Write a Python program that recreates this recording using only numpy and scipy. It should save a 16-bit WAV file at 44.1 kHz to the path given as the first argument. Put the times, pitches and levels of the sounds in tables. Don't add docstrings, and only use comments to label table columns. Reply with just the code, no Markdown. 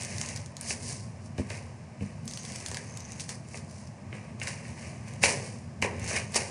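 import sys
import numpy as np
from scipy import signal
from scipy.fft import rfft, irfft
from scipy.io import wavfile
from scipy.ndimage import uniform_filter1d

SR = 44100
rng = np.random.default_rng(int(sys.argv[2]) if len(sys.argv) > 2 else 0)


def level_to_linear(level):
    exponent = np.asarray(level, float) / 20
    return 10 ** exponent


def unload_wav(signal):
    wavfile.write(
        sys.argv[1],
        SR,
        np.round(np.clip(np.atleast_2d(signal).T, -1, 1) * 32767).astype(np.int16),
    )


N = 286870
DELAY = round(0.25 / 343 * SR)


def evened(x):
    return x / np.sqrt(np.mean(x ** 2) + 1e-20)


def read(points, hz):
    f, value = np.transpose(points)
    return np.interp(np.log(hz + 1), np.log(f + 1), value)


def colour(points, size=2048):
    below, above = (points[0][0] / 2, -70), (points[-1][0] * 2, -70)
    closed = [below] + list(points) + [above]
    log_gain = np.log(level_to_linear(read(closed, abs(np.fft.fftfreq(size, 1 / SR)))))
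    spectrum = np.exp(np.conj(signal.hilbert(log_gain)))
    taps = np.fft.ifft(spectrum).real[:size // 2]
    return taps / np.linalg.norm(taps)


def through(x, taps):
    return signal.oaconvolve(x, taps)[:N]


def drift(size):
    return evened(uniform_filter1d(uniform_filter1d(rng.standard_normal(N), size), size))


# time_s, level_db
RUMBLE_LEVEL = [(0.0, -43.5), (0.18, -38.5), (0.6, -46), (0.85, -41), (1.94, -44.5), (2.1, -42),
                (4.07, -43.5), (4.31, -42), (5.05, -41), (5.29, -37.5), (5.83, -43), (5.97, -37.5),
                (6.5, -42)]
# frequency_hz, relative_density_db (per Hz)
RUMBLE_COLOUR = [(26, -51), (45, -2), (59, -35), (74, -2.5), (97, 1), (151, -2), (178, -8), (231, -3),
                 (301, -31), (330, -18.5), (430, -31), (730, -120)]
# frequency_hz, relative_density_db (per Hz)
AIR_COLOUR = [(160, -47), (280, -0.5), (533, -23), (610, -1.5), (1060, -16.5), (1350, -20), (1560, -12.5),
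              (2340, -18), (3620, -28.5), (5100, -19), (10000, -26.5), (13000, -64), (22000, -120)]
AIR_DB = -57


def floor():
    hz = np.fft.rfftfreq(N, 1 / SR)

    def shaped_noise(spectrum):
        return evened(irfft(rfft(rng.standard_normal(N)) * level_to_linear(read(spectrum, hz)), N))

    rumble, air = shaped_noise(RUMBLE_COLOUR), shaped_noise(AIR_COLOUR)
    rumble_db = np.interp(np.arange(N) / SR, *np.transpose(RUMBLE_LEVEL))
    rumble = rumble * level_to_linear(rumble_db + 0.89 * drift(size=2500))
    return rumble + air * level_to_linear(AIR_DB + 0.42 * drift(size=6000))


def slopes(t, start, end, up, down):
    return np.minimum(0, np.minimum((t - start) * up, (end - t) * down))


# start_s, length_s, hiss_db, card_over_hiss_db, film_rasp_db
DRAGS = [(0.0, 0.31, -45, -3, -55), (0.626, 0.079, -47, -5, -59), (2.285, 0.11, -51.5, -8.5, -51),
         (2.45, 0.32, -47.5, -5, -64), (2.883, 0.2, -60, 1, -53.5), (3.09, 0.092, -56.5, -1, -71),
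         (3.697, 0.1, -56.5, -13, -66), (4.65, 0.055, -55.5, 0, -67), (4.786, 0.087, -53, 0.5, -69),
         (4.916, .28, -64, 1, -70), (5.89, 0.27, -57.5, 7, -70), (6.046, 0.089, -57.5, 11.5, -47.5)]
GRAB_DB_PER_S, LIFT_DB_PER_S = 400, 92
# peak_s, rise_s, fall_s (times for a change of SWING_DB), hiss_db, card_over_hiss_db
SKIDS = [(0.704, .06, 0.068, -31, -17), (0.892, 0.15, 0.18, -38.5, -11), (1.261, 0.078, 0.069, -57, -18),
         (1.391, 0.026, 0.086, -49.5, 1.5), (1.522, 0.077, .2, -47.5, 0.5), (2.025, 0.056, 0.31, -57.5, 1),
         (3.205, 0.024, 0.082, -40.5, -14), (3.296, 0.019, 0.092, -39.5, -10),
         (3.565, 0.13, 0.11, -47.5, -7), (4.143, 0.057, 0.31, -58.5, 6.5), (4.425, 0.031, 0.35, -45.5, 1),
         (4.474, .012, 0.097, -38, -3.5), (5.081, 0.059, .2, -55, 2), (5.235, 0.014, 0.13, -23, -1.5),
         (5.29, 0.057, 0.099, -35.5, -12), (5.465, 0.28, 0.2, -46.5, -4), (5.824, 0.0073, 0.073, -36, 5.5),
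         (6.094, 0.08, 0.19, -37, -4.5), (6.165, 0.065, 0.076, -35, 4), (6.363, 0.026, 0.038, -25.5, -2),
         (6.39, 0.071, 0.18, -37.5, -3)]
SWING_DB = 20
CARD_FLOOR_DB = -65.5


def pressure():
    t = np.arange(0, N + 64, 64) / SR
    strokes, peeling = [], 0
    for start, length, hiss_db, card_over_db, rasp_db in DRAGS:
        shape = slopes(t, start, start + length, GRAB_DB_PER_S, LIFT_DB_PER_S)
        strokes.append((hiss_db + shape, card_over_db))
        peeling = peeling + level_to_linear(shape + rasp_db)
    for peak, rise, fall, hiss_db, card_over_db in SKIDS:
        shape = slopes(t, peak, peak, SWING_DB / max(rise, 0.003), SWING_DB / max(fall, 0.01))
        strokes.append((hiss_db + shape, card_over_db))
    hiss = sum(level_to_linear(2 * db) for db, _ in strokes) + level_to_linear(-170)
    card = sum(level_to_linear(2 * (db + over)) for db, over in strokes) + level_to_linear(2 * CARD_FLOOR_DB)
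    curves = (10 * np.log10(hiss), 10 * np.log10(card), peeling)
    return [np.interp(np.arange(N) / SR, t, curve) for curve in curves]


# frequency_hz, relative_gain_db
HISS_COLOUR = [(3000, -7), (3600, -9), (4600, 5), (6000, 6.5), (7500, 2.5), (9800, 4.5)]
CARD_COLOUR = [(1250, -29), (1500, -5.5), (1850, 1), (2350, 2), (2900, -4), (3400, -20), (4000, -13.5)]
WOOD_COLOUR = [(260, -15.5), (380, -4.5), (560, 0), (800, -5), (1050, -4), (1300, -11.5), (1600, -75)]


def scrape(levels_db):
    grip_db = 1.3 * drift(size=120)
    out = np.zeros(N)
    colours = (HISS_COLOUR, CARD_COLOUR, WOOD_COLOUR)
    for points, db, grain_db in zip(colours, levels_db, (3.5, 2.5, 1.2)):
        unevenness_db = grain_db * np.minimum(rng.exponential(1, N), 6)
        grains = evened(rng.standard_normal(N) * level_to_linear(unevenness_db))
        out += through(grains * level_to_linear(db + grip_db), colour(points))
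    return out


RASP_PER_S, RASP_HZ, RASP_T60_S = 230, 6290, 0.012
RASP_SPREAD = 0.043


def rasp(peeling):
    snap_db = 2.0 * np.minimum(rng.exponential(1, N), 4) + 2.1 * drift(size=500)
    snaps = (rng.random(N) < RASP_PER_S / SR) * level_to_linear(snap_db)
    patch = rng.integers(-2, 3, N)
    t = np.arange(400) / SR
    out = np.zeros(N)
    for k in range(-2, 3):
        hz = RASP_HZ * (1 + RASP_SPREAD * k / 2)
        ringing = np.sin(2 * np.pi * hz * t) * level_to_linear(-60 * t / RASP_T60_S)
        out += through(snaps * (patch == k), ringing)
    return peeling * evened(out)


WOOD_UNDER_DB, WOOD_LIGHT_DB, WOOD_LIGHT_SHARE, LIGHT_DB = -7.5, -56, 0.33, -59


def rub():
    hiss_db, card_db, peeling = pressure()
    light_db = WOOD_LIGHT_DB + WOOD_LIGHT_SHARE * (card_db - LIGHT_DB)
    firm_db = card_db + WOOD_UNDER_DB
    wood_db = 10 * np.log10(level_to_linear(2 * light_db) + level_to_linear(2 * firm_db))
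    return scrape([hiss_db, card_db, wood_db]) + rasp(peeling)


def cracks(events, crowd, t60):
    decay = level_to_linear(-60 * np.arange(600) / SR / t60)
    crack = crowd * rng.standard_normal((len(events), 600)) * decay
    crack[:, 0] = np.sign(crack[:, 0])
    return crack


# start_s, level_db (peak, before the shared gain and bass cut), pitch_hz
TICKS = [(0.0104, -24, 5950), (0.0214, -24, 6510), (0.0333, -21, 7680), (0.0484, -21, 6270),
         (0.1825, -20, 5960), (0.2134, -14, 6290), (0.2603, -24, 6290), (0.2877, -23, 6200),
         (0.3611, -20, 6490), (0.3734, -27, 6030), (0.4604, -30, 6520), (0.5671, -24, 6260),
         (0.6105, -18, 9450), (1.3798, -31, 5100), (1.502, -26, 4920), (1.5519, -34, 6210),
         (1.5718, -34, 6230), (2.2548, -33, 9280), (2.2777, -20, 6580), (2.3106, -26, 5980),
         (2.3356, -23, 6100), (2.3735, -20, 5190), (2.4329, -31, 6380), (2.4504, -26, 5260),
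         (2.5202, -26, 6140), (2.5591, -21, 6630), (2.602, -29, 5630), (2.6614, -17, 4710),
         (2.6843, -22, 9390), (2.7142, -22, 6660), (2.7447, -20, 4870), (2.7701, -20, 6020),
         (2.9721, -23, 5940), (3.0036, -29, 5930), (3.1198, -26, 6650), (3.1971, -25, 5290),
         (3.2061, -26, 6400), (3.2914, -20, 5240), (3.486, -37, 7500), (3.5733, -28, 5350),
         (3.711, -35, 5900), (3.8726, -36, 5720), (4.3989, -28, 6260), (4.4348, -23, 6750),
         (4.4722, -22, 5360), (4.681, -33, 8200), (5.081, -34, 6500), (5.1357, -32, 7820),
         (5.2305, -15, 9140), (5.2365, -11, 5090), (5.8177, -26, 5680), (5.8237, -18, 6440),
         (5.9963, -27, 8410), (6.0427, -25, 7320), (6.0766, -24, 5810), (6.321, -28, 8290),
         (6.3445, -16, 4760), (6.3579, -12, 6720)]


def ticks():
    t, out = np.arange(60) / SR, np.zeros(N + 800)
    for (s, db, hz), crack in zip(TICKS, cracks(TICKS, crowd=0.13, t60=0.012)):
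        cycle = np.cos(2 * np.pi * hz * t) * level_to_linear(-60 * t / 0.0008)
        flick = np.convolve(crack, cycle)
        out[int(s * SR) + DELAY:][:len(flick)] += level_to_linear(db) * flick / abs(flick).max()
    bass_cut = signal.butter(2, 1500, "high", fs=SR, output="sos")
    return level_to_linear(3.5) * signal.sosfilt(bass_cut, out[:N])


# frequency_hz, t60_s
ROOM_DECAY = [(300, 1), (1000, 0.42), (2500, 0.18), (5000, 0.16), (9000, 0.091)]


def room(x):
    out, at = np.zeros(N), np.arange(60, SR - 20, 20)
    turn = np.arange(N) / SR * 9
    for k in range(3):
        taps = np.zeros(SR)
        taps[at + rng.integers(0, 20, len(at))] = rng.choice([-1., 1.], len(at))
        hz, t, bands = signal.stft(taps, SR, nperseg=256)
        t60 = np.maximum(read(ROOM_DECAY, hz), 0.05)[:, None]
        tail = signal.istft(bands * level_to_linear(-60 * t / t60), SR, nperseg=256)[1]
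        share = np.sqrt(2 / 3) * np.cos(turn + k * np.pi / 3)
        out += through(x * share, tail / np.linalg.norm(tail))
    return out


# start_s, case_level_db, wood_over_case_db
KNOCKS = [(0.7064, -19, -14.5), (1.3809, -30, -11), (1.504, -23.5, -11), (2.0073, -37, -19),
          (2.714, -30, -9.5), (2.7447, -30, -20), (2.7696, -28, -17), (3.1963, -33, -32),
          (3.2914, -39.5, -9), (3.5433, -33.5, -9), (3.574, -48, -16), (4.127, -27.5, -15),
          (4.4152, -20, -26), (4.4722, -23.5, -33), (4.6509, -33, -22), (5.2364, -6.5, -15),
          (5.8243, -15, -12), (5.8458, -27.5, 1.5), (6.111, -24.5, -7.5), (6.343, -39, -1),
          (6.3579, -26, 0.5)]


def knocks():
    case, wood = np.zeros((2, N + 700))
    for (s, db, wood_db), crack in zip(KNOCKS, cracks(KNOCKS, crowd=0.24, t60=0.0097)):
        start = int(s * SR) + DELAY
        case[start:][:600] += level_to_linear(db) * crack
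        wood[start:][:600] += level_to_linear(db + wood_db) * crack
    tap = level_to_linear(8.5) * through(case, colour(CARD_COLOUR))
    answer = level_to_linear(15.5) * through(wood, colour(WOOD_COLOUR))
    return tap + answer


def ring(modes, size):
    t = np.arange(size) / SR
    y = sum(level_to_linear(db - 60 * t / t60) * np.sin(2 * np.pi * hz * t) for hz, db, t60 in modes)
    return y / abs(y).max()


# start_s, level_db (of the blow that drives the table)
THUMPS = [(1.385, -18.5), (1.397, -15), (2.011, -27), (2.021, -21.5), (2.585, -49), (4.131, -31.5),
          (5.237, -27), (5.823, -21.5), (5.849, -44)]
# pitch_hz, relative_level_db, t60_s
TABLE_MODES = [(99.4, 0.5, 0.13), (142.7, -2, 0.15), (202.5, -1, 0.25), (255, -4, 0.14), (350, -6, 0.08),
               (447, -5, 0.06), (570, -9, 0.035)]


def thumps():
    blows = np.zeros(N + 900)
    decay = level_to_linear(-60 * np.arange(900) / SR / 0.04)
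    noises = rng.standard_normal((len(THUMPS), 900)) * decay
    for (s, db), noise in zip(THUMPS, noises):
        blow = 0.035 * noise
        blow[0] += 1
        blows[int(s * SR):][:900] += level_to_linear(db) * blow
    push = np.hanning(50)
    return through(through(blows, push / push.sum()), ring(TABLE_MODES, size=20000))


def scene():
    snaps, blows, rubbing = ticks(), knocks(), rub()
    wet = room(level_to_linear(-6.0) * snaps) + room(level_to_linear(-5.0) * blows + level_to_linear(-13) * rubbing)
    return (snaps + blows + rubbing + wet + thumps() + floor())[None]


def roll_off(x):
    return signal.sosfilt(signal.butter(12, 12630, fs=SR, output="sos"), x)


def record(dry):
    bass_cut = signal.butter(4, 68, "high", fs=SR, output="sos")
    dry = signal.sosfilt(bass_cut, dry)
    window = ("kaiser", 9)
    below_edge = signal.firwin(511, 10250, window=window, fs=SR)
    strip = signal.firwin(511, [11600, 12450], pass_zero=False, window=window, fs=SR)
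    low = signal.oaconvolve(dry, below_edge[None], "same")
    top = signal.oaconvolve(dry, strip[None], "same")
    return roll_off(low + level_to_linear(-9.0) * top)


dry = scene()
out = record(dry)
unload_wav(out)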